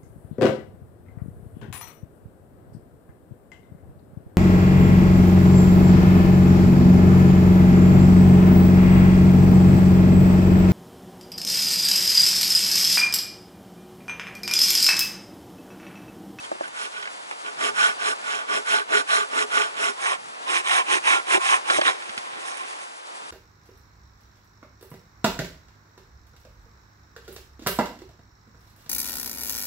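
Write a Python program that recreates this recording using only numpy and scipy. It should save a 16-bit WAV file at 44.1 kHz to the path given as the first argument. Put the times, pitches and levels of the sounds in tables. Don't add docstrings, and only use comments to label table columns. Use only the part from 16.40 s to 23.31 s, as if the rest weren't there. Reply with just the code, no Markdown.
import sys
import numpy as np
from scipy import signal
from scipy.fft import rfft, irfft, next_fast_len
from scipy.io import wavfile

SR = 44100
rng = np.random.default_rng(int(sys.argv[2]) if len(sys.argv) > 2 else 0)


def transcribe(signal):
    frames = np.atleast_2d(signal).T
    limited = np.clip(frames, -1, 1)
    pcm = np.round(limited * 32767).astype(np.int16)
    wavfile.write(sys.argv[1], SR, pcm)


def to_linear_factor(level_db):
    exponent = np.asarray(level_db, float) / 20
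    return 10 ** exponent


N = 304646
TOP_HZ = 11090

# frequency in Hz, relative level at the
# right port in dB, left over right in dB, phase lead of the left in radians, likeness of the ports (0-1).
EARLY_COLOUR = [(60, -60, -11, 2.1, 0.4), (130, -49.5, 5, 1, 0), (274, -25, 0, 1.7, 0.98),
                (520, -22.5, -0.5, 2.49, 0.98), (1010, -12.5, -2, 2.65, 0.89),
                (1940, -10.5, -2, 2.51, 0.91), (2700, -11.5, -3, 2.3, 0.83), (3550, -16.5, -6, 2.7, 0.56),
                (4570, -26, -4.5, 2.24, 0.63), (5530, -23, -8.5, 1.93, 1), (6200, -23, -8, 0.14, 0.4),
                (7050, -21, -7, 6.7, 1), (8330, -26, -14, 0.04, 0.9), (11250, -23, -11.5, 0.14, 0.1)]


def strokes():
    # start in s, length in s, bite at mid-stroke in dB,
    # lean from start to end in dB, boom of the log against the bite in dB.
    pushes = [(0.02, 0.051, -49.5, -1, -10), (0.305, 0.185, -38, 24, -15.5), (1.029, 0.13, -43, -20, -8.5),
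              (1.141, 0.18, -31.5, 21.5, -7.5), (1.548, 0.2, -31, 23, -13),
              (2.049, 0.17, -31.5, 10.5, -6.5), (2.471, 0.17, -28, 6.5, -9),
              (2.882, 0.18, -29.5, 14.5, -8.5), (3.312, 0.22, -32, 15, -9.5),
              (4.052, 0.18, -27.5, -0.5, -15.5), (4.429, 0.17, -28, 21, -13.5),
              (4.822, 0.17, -28.5, 25.5, -12.5), (5.225, 0.24, -27.5, 4, -16)]
    pulls = [(0.21, 0.086, -46.5, -9, -3), (0.498, 0.24, -45.5, -19, -10), (1.329, 0.22, -25.5, 0, -20),
             (1.799, 0.27, -33.5, -0.5, -17.5), (2.236, 0.21, -26.5, 0, -14.5),
             (2.658, 0.22, -27, -11.5, -15.5), (3.093, 0.26, -31, -27, -11), (3.534, 0.24, -31, 24, -21),
             (4.215, 0.22, -25, 18, -25.5), (4.618, 0.21, -25.5, -7, -18), (4.974, 0.23, -24.5, 12.5, -28),
             (5.418, 0.118, -28.5, 3, -13)]
    # share of the stroke (0-1), boom added in dB, blade hiss against the bite
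    # in dB, ring of the log (0-2), brightness in dB per octave.
    along_push = [(0.0, 0.5, -13.5, 1.6, 1.5), (0.35, -0.3, -7.5, 0.97, 0), (0.65, -0.5, -4.5, 1.08, 2.5),
                  (1.0, 4.5, -5.5, 0.9, 0)]
    along_pull = [(0.0, -8.5, -9.5, 1.6, -0.4), (0.35, -0.5, -6.5, 0.88, 1.2), (0.65, -0.5, -8, 1.2, 0.85),
                  (1.0, 2, -13, 1.4, -2.5)]
    # time in s, rub in dB, dry rustle against it in dB.
    settling = [(5.37, -58, -3), (5.39, -40, -1.5), (5.52, -41, -4), (5.59, -48, -6), (5.7, -49.5, -1),
                (5.76, -49, -1.5), (5.785, -43, 4), (5.815, -51, -1.5), (5.96, -46, -14), (6.03, -45.5, -5),
                (6.08, -41, 2.5), (6.14, -45, -1.5), (6.3, -51, -6), (6.43, -47.5, -1), (6.5, -70, -3)]
    # boom in dB, ring (0-2), brightness in dB per octave.
    settling_colour = (-13.5, 0.9, 1)
    push_law, pull_law = 1.44, 1.33
    late_from_s, late_by_s = 3.456, 3.58
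    late_boom_rise_db, late_hiss_db, late_ring = 2.5, 2.5, -0.16
    firm_db, light_bright = -35, 0.13
    break_s, let_go_t60_s = 5.378, 0.12
    freed_ring, freed_bright = -0.6, 1.5

    t = np.arange(N) / SR
    late = np.clip((t - late_from_s) / (late_by_s - late_from_s), 0, 1)
    rub_db, rustle_db = in_time(settling)
    power = to_linear_factor(2 * rub_db) * (t > settling[0][0]) * (t < settling[-1][0]) + 1e-10
    settle_boom_db, settle_ring, settle_bright = settling_colour
    colour = np.array([settle_boom_db * power, rustle_db * power, settle_ring * power, settle_bright * power])
    for rows, along, law in ((pushes, along_push, push_law), (pulls, along_pull, pull_law)):
        at, *columns = np.transpose(along)
        for start, length, db, lean_db, boom_db in rows:
            span = slice(round(start * SR), round((start + length) * SR))
            share, lateness = np.clip((t[span] - start) / length, 0, 1), late[span]
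            freed = start > break_s
            speed = np.abs(np.sin(np.pi * share))
            own = (to_linear_factor(db + lean_db * (share - 0.5)) * speed ** law) ** 2
            since_break = np.maximum(t[span] - break_s, 0) * (start < break_s)
            own = own * to_linear_factor(-120 / let_go_t60_s * since_break)
            added = [boom_db + late_boom_rise_db * lateness * (share - 0.5),
                     late_hiss_db * lateness,
                     late_ring * lateness + freed_ring * freed,
                     light_bright * max(firm_db - db, 0) + freed_bright * freed]
            power[span] += own
            colour[:, span] += own * [np.interp(share, at, c) + more for c, more in zip(columns, added)]
    return 10 * np.log10(power), *colour / power, late


def saw(bite_db, boom_db, hiss_db, ring, tilt_db, late):
    # frequency in Hz, width in Hz, relative level in dB.
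    early_modes = [(250.7, 24, 3), (421.5, 22, 20), (665, 48, 13.5), (866, 24, 14.5), (1153, 36, 17),
                   (1202, 26, 15.5), (1450, 45, 18.5), (1528, 67, 14), (1726, 72, 4), (2360, 150, -0.5),
                   (3177, 130, 5.5), (4120, 340, 6.5), (5420, 170, 7.5)]
    # frequency in Hz, width in Hz, relative level in dB.
    late_modes = [(363, 77, 14.3), (783, 68, 17.8), (835, 60, 15.2), (1055.6, 49, 21.2), (1176, 44, 12.8),
                  (1386, 18.5, 13.8), (1827, 57, 1.2), (2270, 60, 11.3), (2530, 440, 8.2), (3210, 390, 4.9),
                  (5290, 250, 2.3)]
    # frequency in Hz, relative level at the right port in
    # dB, left over right in dB, phase lead of the left in radians, likeness of the ports (0-1).
    late_colour = [(60, -63, -16, 3.17, 0.52), (140, -29.5, -32, 11, 0.13), (274, -16, -1, 2.56, 0.89),
                   (514, -13.5, -0.5, 2.38, 0.84), (960, -8, -1.0, 2.5, 0.93), (1890, -3, -2.5, 2.39, 1),
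                   (2950, -10.5, -4.5, 2.5, 0.7), (3870, -9.5, -4.5, 2.36, 0.71),
                   (4520, -27, -9.5, 3.2, 0.19), (5630, -27, -7, 1.7, 1), (6140, -24, -7.5, 0.05, 0.73),
                   (7140, -28, -8.7, 0.01, 0.7), (9240, -24, -13, 0.03, 0.83),
                   (11300, -30.5, -17, 0.48, 0.32)]
    catch = to_linear_factor(1.22 * drift(10.6))
    log = bites(catch, 4000)
    blade = chips(np.sqrt(catch), 0, 4400, 10750, cycles=55, per_s=22000)
    rasp = chips(catch, tilt_db, 600, 4600, cycles=10.8, per_s=6500)
    hz, out = padded_grid()[1], 0
    low = 1 / np.sqrt(1 + (hz / 560) ** 8)
    high = 1 / np.sqrt(1 + (4600 / hz) ** 8) * (hz < TOP_HZ)
    middle = np.sqrt(np.clip(1 - low ** 2 - high ** 2, 0, 1)) * (hz < TOP_HZ)
    rasp_band = middle * ((hz > 600) & (hz < 4600))
    ring_share = np.clip(ring, 0, 2) / 2
    for share, colour, modes in ((1 - late, EARLY_COLOUR, early_modes), (late, late_colour, late_modes)):
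        push = to_linear_factor(bite_db) * np.sqrt(share)
        body = resonances(modes)
        rung = ringing(log * push * np.sqrt(ring_share), modes, tilt_db)
        out = out + ports(colour, *log * push * to_linear_factor(boom_db), low * (1 + body))
        out = out + ports(colour, *blade * push * to_linear_factor(hiss_db), high * (1 + body))
        out = out + ports(colour, *rung, middle, given=body)
        out = out + ports(colour, *rasp * push * np.sqrt(1 - ring_share), rasp_band)
    return out


def bites(catch, per_s):
    spread_db = -np.minimum(rng.exponential(1, (2, N)), 3)
    sizes = to_linear_factor(spread_db) * rng.standard_normal((2, N))
    return rms_one(sizes * (rng.random((2, N)) < per_s / SR) * catch)


def chips(catch, tilt_db, low_hz, high_hz, cycles, per_s):
    clicks, dealt, out = bites(catch, per_s), rng.integers(0, 18, (2, N)), 0
    tilt_db = tilt_db + np.zeros(N)
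    for k, hz in enumerate(np.geomspace(low_hz, high_hz, num=18)):
        r, w = to_linear_factor(-60 * hz / (cycles * SR)), 2 * np.pi * hz / SR
        port, at = np.nonzero((dealt == k) & (clicks != 0))
        gain = to_linear_factor(tilt_db[at] * np.log2(hz / 1400) + 2.5 * drift(17.5)[at])
        force = np.full((2, N), 1e-18)
        force[port, at] = clicks[port, at] * hz * gain
        out = out + signal.lfilter([0, np.sin(w)], [1, -2 * r * np.cos(w), r * r], force)
    return rms_one(out) * np.sqrt((high_hz - low_hz) / (SR / 2))


def ringing(force, modes, tilt_db):
    sway_db, sway_hz = 2.9, 8
    out, acting = np.zeros_like(force), np.flatnonzero(force.any(axis=0))
    live = slice(acting[0], acting[-1] + SR // 4)
    for k, (hz, width, db) in enumerate(modes):
        r, w = np.exp(-np.pi * width / SR), 2 * np.pi * hz / SR
        gain = to_linear_factor(db + sway_db * drift(sway_hz)[live] + tilt_db[live] * np.log2(hz / 1400))
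        feed = [(1 - r * r) / 2, 0, (r * r - 1) / 2]
        back = [1, -2 * r * np.cos(w), r * r]
        out[:, live] += (-1) ** k * signal.lfilter(feed, back, force[:, live] * gain + 1e-18)
    return out


def resonances(modes):
    hz, total = padded_grid()[1], 0
    for k, (mode_hz, width, db) in enumerate(modes):
        damping = 1j * hz * width
        total = total + (-1) ** k * to_linear_factor(db) * damping / (mode_hz ** 2 - hz ** 2 + damping)
    return total


def knocks():
    # time in s, relative level in dB, hardness in dB per octave.
    blows = [(0.116, -19.5, 1.5), (0.125, -28, -5), (0.152, -34, -2), (0.209, -19, 3.5), (0.218, -32, 3),
             (4.955, -28, -8), (4.976, -22, -8), (5.306, -22, 2), (5.3855, -13.5, 2.5), (5.392, -17.5, -4),
             (5.418, -18, 3)]
    # frequency in Hz, relative level in dB, decay by 60 dB in s.
    knock_modes = [(370, -7, 0.06), (623, 8.5, 0.018), (770, 4.5, 0.014), (1090, -5, 0.023),
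                   (1670, -10, 0.018)]
    out, t = np.zeros(N + SR), np.arange(SR // 5) / SR
    rise = 1 - np.exp(-t / 0.0012)
    for (s, db, hard_db), luck in zip(blows, rng.normal(0, 0.47, (len(blows), len(knock_modes)))):
        for (mode_hz, mode_db, t60), own_db in zip(knock_modes, luck):
            level = to_linear_factor(db + mode_db + own_db + hard_db * np.log2(mode_hz / 700) - 60 * t / t60)
            out[round(s * SR):][:len(t)] += rise * level * np.sin(2 * np.pi * mode_hz * t)
    return signal.sosfilt(signal.butter(2, 330, "high", fs=SR, output="sos"), out)


def thuds():
    # time in s, relative level in dB, upper partial in Hz.
    bumps = [(5.373, -44, 282), (5.692, -42, 225), (5.775, -39, 230)]
    out, t = np.zeros(N + SR), np.arange(SR // 5) / SR
    for s, db, thud_hz in bumps:
        envelope = (1 - np.exp(-t / 0.0017)) * to_linear_factor(db - 60 * t / 0.045)
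        partials = np.sin(2 * np.pi * thud_hz * t) + 0.49 * np.sin(2 * np.pi * 0.44 * thud_hz * t)
        out[round(s * SR):][:len(t)] += envelope * partials
    return out


def snaps():
    # time in s, relative level in dB, centre in Hz, crackle against the band in dB.
    cracks = [(0.2773, -28, 1210, -3), (0.597, -26, 1940, -22), (0.625, -22, 2300, -18),
              (0.654, -22, 1510, -18), (0.673, -21, 1450, -20), (0.9099, -18, 1300, -12),
              (0.924, -22, 1230, -20), (4.0924, -25, 2320, -18), (4.6393, -22, 1450, -18),
              (5.018, -21, 1570, -18), (5.2985, -8, 1500, -18), (5.302, -11, 2420, -15),
              (5.412, -7.5, 1890, -22), (5.622, -23, 1870, -20), (5.692, -21, 2070, -12),
              (5.776, -17.5, 2330, -9), (6.0788, -25, 1490, -9), (6.1698, -23, 1510, -2),
              (6.3293, -29, 1300, -8), (6.4284, -32, 1950, -5)]
    rise_s, t60_s = 0.0016, 0.041
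    out, t = np.zeros(N + SR), np.arange(SR // 5) / SR
    top = signal.butter(2, 7300, "high", fs=SR, output="sos")
    for (s, db, centre_hz, crackle_db), noise in zip(cracks, rng.standard_normal((len(cracks), len(t)))):
        edges_hz = [centre_hz / 1.97, centre_hz * 2 ** 0.71]
        band = signal.butter(2, edges_hz, "band", fs=SR, output="sos")
        pitched = rms_one(signal.sosfilt(band, noise))
        crackle = to_linear_factor(crackle_db) * rms_one(signal.sosfilt(top, noise))
        envelope = (1 - np.exp(-t / rise_s)) * to_linear_factor(db - 60 * t / t60_s)
        out[round(s * SR):][:len(t)] += (pitched + crackle) / 2 * envelope
    return out


def hits():
    out = knocks() + thuds() + snaps()
    out = signal.sosfilt(signal.butter(2, 70, "high", fs=SR, output="sos"), out)
    flat = [(hz, 0, left_db, lead, 1) for hz, db, left_db, lead, alike in EARLY_COLOUR]
    return ports(flat, out[:N], np.zeros(N))


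def woods(bite_db):
    # frequency in Hz, relative level at the right port in dB,
    # left over right in dB, phase lead of the left in radians, likeness of the ports (0-1).
    woods_colour = [(57, -32, -5.5, 0.92, 0.26), (129, -18, 2, 3.2, 0.11), (245, -9.5, 0.7, 1.6, 1),
                    (453, -1, -1, 2.95, 0.53), (980, 6, -0.3, 3.09, 0.87), (1960, -2.5, 0, 3.98, 0.78),
                    (2870, -4.5, 1.5, 3.3, 0.65), (3750, -7.5, 2, 4.64, 0.84), (4740, -6, 0.5, 2.8, 0.15),
                    (5600, -12, 5.5, 1.9, 0.2), (5700, -9.5, 2.5, 4.9, 0.95), (6660, -9, 1, 11.5, 1),
                    (8700, -11.5, 3, 0.03, 0.55), (11100, -15, 2, 6.28, 0.54)]
    # time in s, level in dB.
    breeze = [(0.0, -47.5), (0.6, -46), (1.2, -44.5), (2.3, -45.5), (3.8, -45.5), (5.2, -44), (6.0, -44.5),
              (6.5, -48.5), (6.91, -46)]
    leaf_hiss_db, leaf_hiss_follows = -51.5, 0.43
    echo_db, echo_treble_db, echo_t60_s = -21.5, -23.5, 0.2

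    breeze_db, = in_time(breeze)
    r = to_linear_factor(-120 / (echo_t60_s * SR))
    echo = signal.lfilter([1 - r], [1, -r], to_linear_factor(2 * bite_db))
    leaf_db = leaf_hiss_db + leaf_hiss_follows * (breeze_db - breeze_db.mean())
    body_db = 10 * np.log10(to_linear_factor(2 * breeze_db) + to_linear_factor(2 * echo_db) * echo)
    treble_db = 10 * np.log10(to_linear_factor(2 * leaf_db) + to_linear_factor(2 * echo_treble_db) * echo)
    hz = padded_grid()[1]
    bass, treble = 1 / (1 + (hz / 220) ** 6), 1 / (1 + (3500 / hz) ** 4)
    middle = np.clip(1 - bass - treble, 0, 1)
    noise = rng.standard_normal((6, N))
    flicker_db = 1.1 * drift(5.0)
    hiss_gain = to_linear_factor(treble_db + flicker_db + 1.6 * drift(13.6))
    lumps = to_linear_factor(breeze_db - 26 + 5.5 * drift(3.5))
    body = ports(woods_colour, *noise[:2] * to_linear_factor(body_db + flicker_db), np.sqrt(middle))
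    hiss = ports(woods_colour, *noise[2:4] * hiss_gain, np.sqrt(treble) * (hz < TOP_HZ))
    wind = ports(woods_colour, *noise[4:] * lumps, np.sqrt(bass))
    return body + hiss + wind


def ports(table, near, other, shape=1, given=1):
    size, hz = padded_grid()
    at, level_db, left_db, lead, alike = np.transpose(table)
    columns = (level_db, left_db, np.clip(alike, 0, 1), np.cos(lead), np.sin(lead))
    level_db, left_db, alike, re, im = [np.interp(np.log(hz), np.log(at), c) for c in columns]
    right = to_linear_factor(level_db) * shape
    same = to_linear_factor(left_db) * alike * np.exp(1j * np.arctan2(im, re))
    apart = to_linear_factor(left_db) * np.sqrt(1 - alike ** 2)
    mean_power = np.mean(abs(right * given) ** 2 * (abs(1 + same) ** 2 + apart ** 2) / 4)
    right = right / np.sqrt(mean_power)
    near, other = rfft([near, other], size)
    return irfft([right * (same * near + apart * other), right * near], size)[:, :N]


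def padded_grid():
    size = next_fast_len(N + 8192)
    return size, np.arange(size // 2 + 1) * SR / size + 1e-3


def drift(rate_hz):
    r = np.exp(-64 * np.pi * rate_hz / SR)
    slow = signal.lfilter([1], [1, -2 * r, r * r], rng.standard_normal(N // 32 + 402))[400:]
    return np.interp(np.arange(N) / 32, np.arange(len(slow)), rms_one(slow))


def in_time(rows):
    s, *columns = np.transpose(sorted(rows))
    return [np.interp(np.arange(N) / SR, s, c) for c in columns]


def rms_one(x):
    return x / np.sqrt(np.mean(x ** 2) + 1e-20)


def scene():
    blade = strokes()
    return saw(*blade) + hits() + woods(blade[0])


def top_cut(x):
    return signal.sosfilt(signal.butter(12, 12180, fs=SR, output="sos"), x)


def record(dry):
    size, hz = padded_grid()
    rounded = dry / (1 + (dry / 0.9) ** 6) ** (1 / 6)
    finished = irfft(rfft(rounded, size) * (hz < TOP_HZ), size)[:, :N]
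    return top_cut(finished)


dry = scene()
out = record(dry)
transcribe(out)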